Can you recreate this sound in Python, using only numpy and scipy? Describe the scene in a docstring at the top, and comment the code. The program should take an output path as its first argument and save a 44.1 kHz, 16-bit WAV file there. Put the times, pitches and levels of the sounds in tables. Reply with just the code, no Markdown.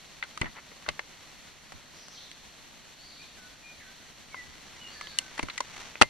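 """Rainforest floor, around a hand-held camera: shaped noise makes a steady insect hiss, sines a faint motor whine.
Noise bursts through the ringing plastic case make finger taps, and low thuds come from the hand's weight.
Sliding sine notes with scattered echoes are birds far off among the trees. Sparse crackles make a faint rustle
of dry leaves, which swells as the camera swings away. At the end a hard knock overloads the microphone."""
import sys
import numpy as np
from scipy import signal
from scipy.fft import rfft, irfft
from scipy.io import wavfile

SR = 44100
rng = np.random.default_rng(int(sys.argv[2]) if len(sys.argv) > 2 else 0)


def inscribe(sig):
    """Save sig as 16-bit PCM at rate SR to the path in sys.argv[1].

    A 1-D sig is mono; a 2-D sig holds one channel per row.
    Samples are clipped to [-1, 1] before scaling.
    """
    pcm = np.round(np.clip(np.atleast_2d(sig).T, -1, 1) * 32767)
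    wavfile.write(sys.argv[1], SR, pcm.astype(np.int16))


N = 268877
TIME, BINS = np.arange(N) / SR, np.fft.rfftfreq(N, 1 / SR)

# Relative colour of the plastic case: freq_hz [Hz], gain_db [dB]
CASE_COLOUR = [(60, -33.5), (270, -4), (650, 0.5), (1080, 6.5), (1750, 3), (2030, 9), (2450, 2), (2950, 2),
               (3600, -2), (4500, 0.5), (4950, -3.5), (5800, -5.5), (6700, -10.5), (9400, -15),
               (11500, -33), (15500, -41)]
# Stereo width of the microphone pair: freq_hz [Hz], side_over_mid_db [dB]
STEREO_WIDTH = [(110, -0.5), (200, -5.5), (380, -2), (700, -5.5), (1290, -6), (2380, -8), (4400, -6),
                (7500, 5.5), (15000, -0.5)]


def amp(db):
    """Decibels to gain."""
    return 10 ** (np.asarray(db) / 20)


def unit(x):
    """Scales to rms 1."""
    return x / np.sqrt(np.mean(x ** 2) + 1e-20)


def read(points, hz):
    """Reads a spectrum table on a log-frequency axis."""
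    freq_hz, value = np.transpose(points)
    return np.interp(np.log(hz + 1), np.log(freq_hz + 1), value)


def add(mix, start_s, sound):
    """Adds a sound to the mix from start_s on, cut off at the end of the mix."""
    part = mix[:, max(round(start_s * SR), 0):][:, :sound.shape[1]]
    part += sound[:, :part.shape[1]]


def drift(rate_hz, size=N):
    """Random motion of rms 1: noise whose spectrum falls off smoothly around rate_hz."""
    spectrum = rfft(rng.standard_normal(size))
    rolloff = np.exp(-(np.fft.rfftfreq(size, 1 / SR) / rate_hz) ** 2)
    return unit(irfft(spectrum * rolloff, size))


def lowpass(x, corner_hz):
    """Dulls a sound above corner_hz with a second-order low-pass."""
    return signal.sosfilt(signal.butter(2, corner_hz, fs=SR, output="sos"), x)


def causal(db):
    """Impulse response with this spectrum and all its ringing after the onset (minimum phase)."""
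    mirrored_db = np.r_[db, db[-2:0:-1]]
    log_gain = np.log(amp(mirrored_db))
    return np.fft.ifft(np.exp(np.conj(signal.hilbert(log_gain)))).real


def spread(pair, colour, top_hz=13600):
    """Colours two signals as mid and side below top_hz; returns left and right, with the mid at rms 1."""
    gain = amp(read(colour, BINS)) / (1 + (BINS / top_hz) ** 80)
    mid_side_gain = [np.ones(len(BINS)), amp(read(STEREO_WIDTH, BINS))]
    mid, side = irfft(rfft(pair) * gain * mid_side_gain, N)
    return np.array([mid + side, mid - side]) / np.std(mid)


def insects(level_db=-54, swell_db=0.42, flutter_db=1.02):
    """Countless far insects merge into a gently fluctuating noise hiss over the low murmur of the forest."""
    # Relative colour of hiss and murmur: freq_hz [Hz], density_db [dB per Hz]
    forest_colour = [(25, 0), (70, 2.5), (115, -1.5), (230, 2.5), (420, -5), (700, -2.5), (1150, -5.5),
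                     (2000, -3.5), (3400, -2.5), (4200, -3.5), (5000, -6), (5900, -7), (7000, -11.5),
                     (8800, -19), (13000, -20.5)]
    fluctuation_db = swell_db * drift(11.0) + flutter_db * drift(21.3)
    chorus = rng.standard_normal((2, N)) * amp(fluctuation_db)
    return amp(level_db) * spread(chorus, forest_colour)


def motor(waver=0.00023, side=0.075):
    """Thin sine lines of the camera's motor, wavering together with its speed (waver as a share of pitch)."""
    # Lines of the motor: pitch_hz [Hz], level_db [dB rms]
    motor_lines = [(150.5, -73), (1900, -72.5), (4199.5, -67.5), (4500, -72.5), (5700, -74.5)]
    clock = np.cumsum(1 + waver * drift(8.3)) / SR
    mid_side = np.zeros((2, N))
    for pitch_hz, level_db in motor_lines:
        start_turns = rng.random((2, 1))
        mid_side += amp(level_db) * np.sqrt(2) * np.sin(2 * np.pi * (pitch_hz * clock + start_turns))
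    mid, wide = mid_side
    return np.array([mid + side * wide, mid - side * wide])


def rustle(grains_per_s=2500, clump_db=1.0, dull_hz=2600, finger_share=0.21):
    """Tiny crackles in clumps follow the movement: dull under a sliding finger, crisp in the leaves."""
    # Finger slides on the case: middle_s [s], half_length_s [s], level_db [dB]
    finger_slides = [(0.578, 0.018, -45), (1.29, 0.81, -71.5)]
    # Level path of leaves and finger in the swing, held before and after: time_s [s], level_db [dB]
    swing_path = [(4.2, -60), (4.6, -55.5), (5.2, -52), (5.65, -51.5), (5.8, -47), (6.1, -60.5)]
    # Relative colour of the dry leaves: freq_hz [Hz], density_db [dB per Hz]
    leaf_colour = [(40, 9.5), (300, 1.5), (1000, -4), (2200, 6), (3300, 6), (6000, 3), (9000, -13.5),
                   (14000, -24)]
    clumps = amp(clump_db * drift(21.0))
    grains = rng.standard_normal((2, N)) * (rng.random(N) < grains_per_s / SR) * clumps
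    finger = spread(lowpass(grains, dull_hz), CASE_COLOUR)
    leaves = spread(grains, leaf_colour)
    slide_level = np.zeros(N)
    for middle_s, half_length_s, level_db in finger_slides:
        slide_level += amp(level_db) * np.exp(-((TIME - middle_s) / half_length_s) ** 2)
    swing_level = amp(np.interp(TIME, *np.transpose(swing_path)))
    # finger_share splits the power of the swing
    swing = np.sqrt(finger_share) * finger + np.sqrt(1 - finger_share) * leaves
    return slide_level * finger + swing_level * swing


def strikes(rows, click_db, snap, spot_db, tail_db, tail_t60, side, pan_db, ring_db,
            rise_s=.0004, spot_octaves=0.13, pan_hz=340):
    """A contact snaps and chatters briefly; the touched spot and the whole case colour it and ring on."""
    # Ringing modes of the case: pitch_hz [Hz], relative level_db [dB], t60_s [s]
    ringing_modes = [(310, -22.5, 0.035), (413, -23.5, 0.016), (596, -23.5, 0.063), (998, -24.5, 0.1),
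                     (1294, -19, 0.026), (2087, -23, 0.13), (2590, -26, 0.025), (4340, -15, 0.022)]
    out = np.zeros((2, N))
    t, hz = np.arange(8192) / SR, np.fft.rfftfreq(2048, 1 / SR)
    bass, treble = 1 / (1 + (hz / 700) ** 2), 1 - 1 / (1 + (hz / 5000) ** 4)
    for start_s, level_db, spot_hz, bass_db, treble_db, t60_s in rows:
        decay = amp(-60 * t / t60_s) + amp(tail_db - 60 * t / tail_t60)
        chatter = rng.standard_normal((2, len(t))) * (1 - np.exp(-t / rise_s)) * decay
        chatter /= np.linalg.norm(chatter, axis=1, keepdims=True)
        # the snap is a single impulse in the mid
        chatter[0, round(rise_s * SR)] += snap

        # a soft fingertip gives bass, a nail gives treble
        touch = bass * bass_db + treble * treble_db
        octaves_off = np.log2((hz + 1) / spot_hz)
        spot = spot_db / (1 + (octaves_off / spot_octaves) ** 2)
        colour = read(CASE_COLOUR, hz) + spot + touch
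        body = [causal(colour), side * causal(colour + read(STEREO_WIDTH, hz))]
        mid, wide = signal.fftconvolve(chatter, body, axes=1)[:, :len(t)]
        click = amp(click_db) * np.array([mid + wide, mid - wide]) / np.linalg.norm(mid)

        ring = np.zeros(len(t))
        for k, (pitch_hz, mode_db, mode_t60_s) in enumerate(ringing_modes):
            mode_level = amp(mode_db + np.interp(pitch_hz, hz, touch) - 60 * t / mode_t60_s)
            # neighbouring modes start in opposite directions
            ring += (-1) ** k * mode_level * np.sin(2 * np.pi * pitch_hz * t)
        add(out, start_s, (click + amp(ring_db) * ring) * amp(level_db))
    # around pan_hz the case speaks louder into the left port
    lean = pan_db / (1 + np.log2((hz + 1) / pan_hz) ** 2)
    return signal.oaconvolve(out, [causal(lean / 2), causal(-lean / 2)], axes=1)[:, :N]


def finger_taps():
    """Fingers click on the case: soft or hard contacts, each colouring the chatter by the spot touched."""
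    # Taps: start_s [s], level_db [dB, ahead of the click and ring gains], spot_hz [Hz],
    # bass_db [dB, weight], treble_db [dB, hardness], chatter_t60_s [s]
    tap_rows = [(.226, -16.5, 2130, -35, -35, 0.012), (.236, -24.5, 1520, -3, -5, 0.058),
                (.375, -23, 1250, -5, 1, 0.017), (.414, -22, 1210, 5, 5, 0.02),
                (.4165, -13, 2070, -2.5, -23, 0.025), (.431, -26, 300, 26, -20, 0.05),
                (.443, -27, 2020, 12, -25, 0.026), (.457, -22.5, 1880, 1, -22, 0.11),
                (.717, -36.5, 475, 17, -30, .02), (.863, -27.5, 1500, -4, -24.5, 0.056),
                (.883, -24, 1150, 20, -12, 0.019), (.888, -15, 4550, 1, -2.5, 0.011),
                (.8895, -15.5, 2900, 4, -4, 0.034), (.993, -17.5, 1860, 8, -11, .02),
                (1.721, -30, 790, 9, 0, 0.026), (2.083, -35, 2920, 12, 13, 0.013),
                (2.3145, -33, 3540, -52, -7.5, 0.0064), (4.344, -24, 1060, -4, -48, 0.0186),
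                (5.011, -23.5, 1200, -4, -1.5, 0.0158), (5.071, -28, 3140, -7, -10, 0.0056),
                (5.187, -10, 2800, -30, 12.5, 0.0095), (5.378, -23.5, 1820, 4, 4, 0.048),
                (5.392, -18.5, 2440, 8, 0, 0.019), (5.3945, -13, 2500, 9.5, -22, 0.013),
                (5.429, -23, 2330, -5, 8, 0.019), (5.433, -26, 256, 24, 6, 0.028),
                (5.485, -23.5, 1260, 9, -9, 0.02), (5.499, -22, 3970, -43, -24, 0.035),
                (5.578, -18, 1950, -39, 0.5, 0.0232), (5.605, -12.5, 985, 8.5, 2.5, 0.02),
                (5.955, -24.5, 2440, 9, -39, 0.01)]
    return strikes(tap_rows, click_db=11.5, snap=0.62, spot_db=10.5, tail_db=-35, tail_t60=.13,
                   side=1.67, pan_db=4.5, ring_db=-8.5)


def bumps(corner_hz=170, push_s=0.0021, push=1.24):
    """The hand's weight pushes the microphone once, then shakes it in a short dull thud."""
    # Soft pushes: start_s [s], level_db [dB], t60_s [s], side_over_mid_db [dB]
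    hand_pushes = [(0.4137, -27, 0.046, -3), (.431, -39.5, 0.23, 3), (0.883, -46.5, 0.22, 4.5),
                   (1.739, -53.5, 0.31, 4), (4.48, -55, 0.4, -1.5), (5.43, -39, 0.14, 7.5),
                   (6.018, -38, 0.066, 22.5), (6.05, -50, 0.195, -1)]
    out, t = np.zeros((2, N)), np.arange(SR // 2) / SR
    # a push one way that swings back past rest
    shove = lowpass((1 - t / push_s) * np.exp(-t / push_s), 2 * corner_hz)
    shove /= shove.max()
    for start_s, level_db, t60_s, side_db in hand_pushes:
        rumble = unit(lowpass(rng.standard_normal((2, len(t))), corner_hz))
        thud = push * shove + rumble * amp(-60 * t / t60_s)
        mid, wide = thud * amp(level_db) * amp([[0], [side_db]])
        add(out, start_s, np.array([mid + wide, mid - wide]))
    return out


def note(glide_hz, trill_depth, level_db, trill_hz=84.3, waver_share=0.0055, edge_s=.02):
    """A sine along a pitch path with quick attack and release; trill and waver are shares of the pitch."""
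    t = np.arange(len(glide_hz)) / SR
    trill = np.sin(2 * np.pi * trill_hz * t + 0.36 * drift(31.0, size=len(t)))
    waver = waver_share * drift(48, size=len(t))
    turns = np.cumsum(glide_hz * (1 + trill_depth * trill + waver)) / SR
    envelope = np.minimum(np.minimum(t, t[-1] - t) / edge_s, 1)
    return amp(level_db) * unit(np.sin(2 * np.pi * turns) * envelope)[None]


def trees(call, wet, t60, direct=.8, side=0.56, build_s=0.0065, echoes_per_s=2000):
    """Trunks scatter a call into many echoes that build up behind it and die away."""
    t = np.arange(SR) / SR
    sparse = rng.standard_normal((2, SR)) * (rng.random((2, SR)) < echoes_per_s / SR)
    echoes = sparse * amp(-60 * t / t60) * (1 - np.exp(-t / build_s))
    echoes *= wet / np.linalg.norm(echoes[0])
    mid, wide = signal.fftconvolve(call[None], echoes, axes=1)[:, :N]
    return direct * call + mid + side * np.array([wide, -wide])


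def birds(buzz_depth=0.111, arch_depth=0.14):
    """Birds among the trees: sliding whistles, and farther off, trilled buzzes and an arched call."""
    # Whistles, sliding toward a second pitch: start_s [s], length_s [s], from_hz [Hz], to_hz [Hz],
    # slide_s [s], level_db [dB rms, ahead of the trees]
    whistle_rows = [(2.168, 0.0247, 3210, 3160, 0.0203, -52), (3.18, 0.06, 2284, 2490, 0.063, -55.5),
                    (3.218, 0.04, 2560, 2440, 0.032, -59), (3.345, 0.165, 1965, 1488, 0.058, -59),
                    (3.625, 0.11, 2447, 2424, 0.0484, -53), (3.84, 0.11, 1478, 1602, 0.19, -59.5),
                    (4.312, 0.065, 2380, 2120, 0.052, -51), (4.355, 0.075, 2043, 1942, 0.078, -44),
                    (4.799, 0.1, 2950, 2802, 0.145, -49.5), (4.936, 0.16, 1890, 1710, 0.053, -53),
                    (5.075, 0.09, 4500, 4390, 0.06, -58), (5.099, 0.21, 1654, 1523, 0.168, -58)]
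    # Buzzes, the same slide with a fast trill: the same columns and units
    buzz_rows = [(1.94, 0.14, 5340, 5390, 0.16, -56), (2.1, 0.09, 5900, 5530, 0.066, -55),
                 (2.128, 0.132, 4640, 3800, 0.07, -53), (3.152, 0.11, 4470, 4006, .11, -58),
                 (3.788, 0.055, 2285, 1735, 0.051, -55.5), (5.045, 0.081, 4390, 4140, 0.077, -54)]
    # Repeats of the arched call: start_s [s], length_s [s], level_db [dB rms, ahead of the trees]
    arch_rows = [(2.973, .195, -56), (4.868, .195, -54)]
    near, far = np.zeros((2, 1, N))
    for song, rows, depth in (near, whistle_rows, 0), (far, buzz_rows, buzz_depth):
        for start_s, length_s, from_hz, to_hz, slide_s, level_db in rows:
            way = np.minimum(np.arange(0, length_s, 1 / SR) / slide_s, 1)
            glide_hz = from_hz + (to_hz - from_hz) * np.sin(np.pi / 2 * way)
            add(song, start_s, note(glide_hz, depth, level_db))
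    foot_hz, top_hz, rise_s, fall_s = 4038, 4906, 0.066, 0.056
    for start_s, length_s, level_db in arch_rows:
        t = np.arange(0, length_s, 1 / SR)
        # the line climbs, holds and sinks
        height = np.minimum(t / rise_s, (length_s - t) / fall_s).clip(0, 1)
        line_hz = foot_hz + (top_hz - foot_hz) * height
        # the trill deepens and hangs below the line
        depth = arch_depth * t / length_s
        add(far, start_s, note(line_hz / (1 + depth), depth, level_db))
    return trees(near[0], wet=0.47, t60=.4) + trees(far[0], wet=0.94, t60=0.75)


def hard_knock():
    """A quick run of heavy blows on the case, each snapping, chattering and ringing like a louder tap."""
    # Blows: start_s [s], level_db [dB, ahead of the click and ring gains], spot_hz [Hz],
    # bass_db [dB], treble_db [dB], chatter_t60_s [s]
    blow_rows = [(6.0134, -11.5, 1980, 15, 1, 0.0042), (6.0158, -5, 4250, 4.5, -4, 0.007),
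                 (6.0172, -7, 1290, 7.5, -10, 0.009), (6.0214, -4.5, 2600, 2.5, -0.5, 0.0083),
                 (6.030, -16.5, 560, 10, -7, 0.0213)]
    return strikes(blow_rows, click_db=17.5, snap=0.76, spot_db=8.5, tail_db=-30, tail_t60=.07,
                   side=1.47, pan_db=11.5, ring_db=-5, rise_s=.0007)


def scene():
    """The forest, and the handling close to the microphone."""
    forest = insects() + birds()
    handling = motor() + rustle() + finger_taps() + bumps() + hard_knock()
    return forest + handling


def record(dry, notch_hz=5080, notch_width_hz=230, notch_db=-8, edge_hz=16200):
    """The microphone port cuts a narrow notch; the loudest peaks clip; then the band limit."""
    hz = np.fft.rfftfreq(2048, 1 / SR)
    port = causal(notch_db * np.exp(-((hz - notch_hz) / notch_width_hz) ** 2))
    clipped = np.clip(signal.oaconvolve(dry, port[None], axes=1)[:, :N], -1, 1)
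    band_limit = signal.firwin(511, edge_hz, window=("kaiser", 9), fs=SR)
    return signal.oaconvolve(clipped, band_limit[None], "same")


dry = scene()
out = record(dry)
inscribe(out)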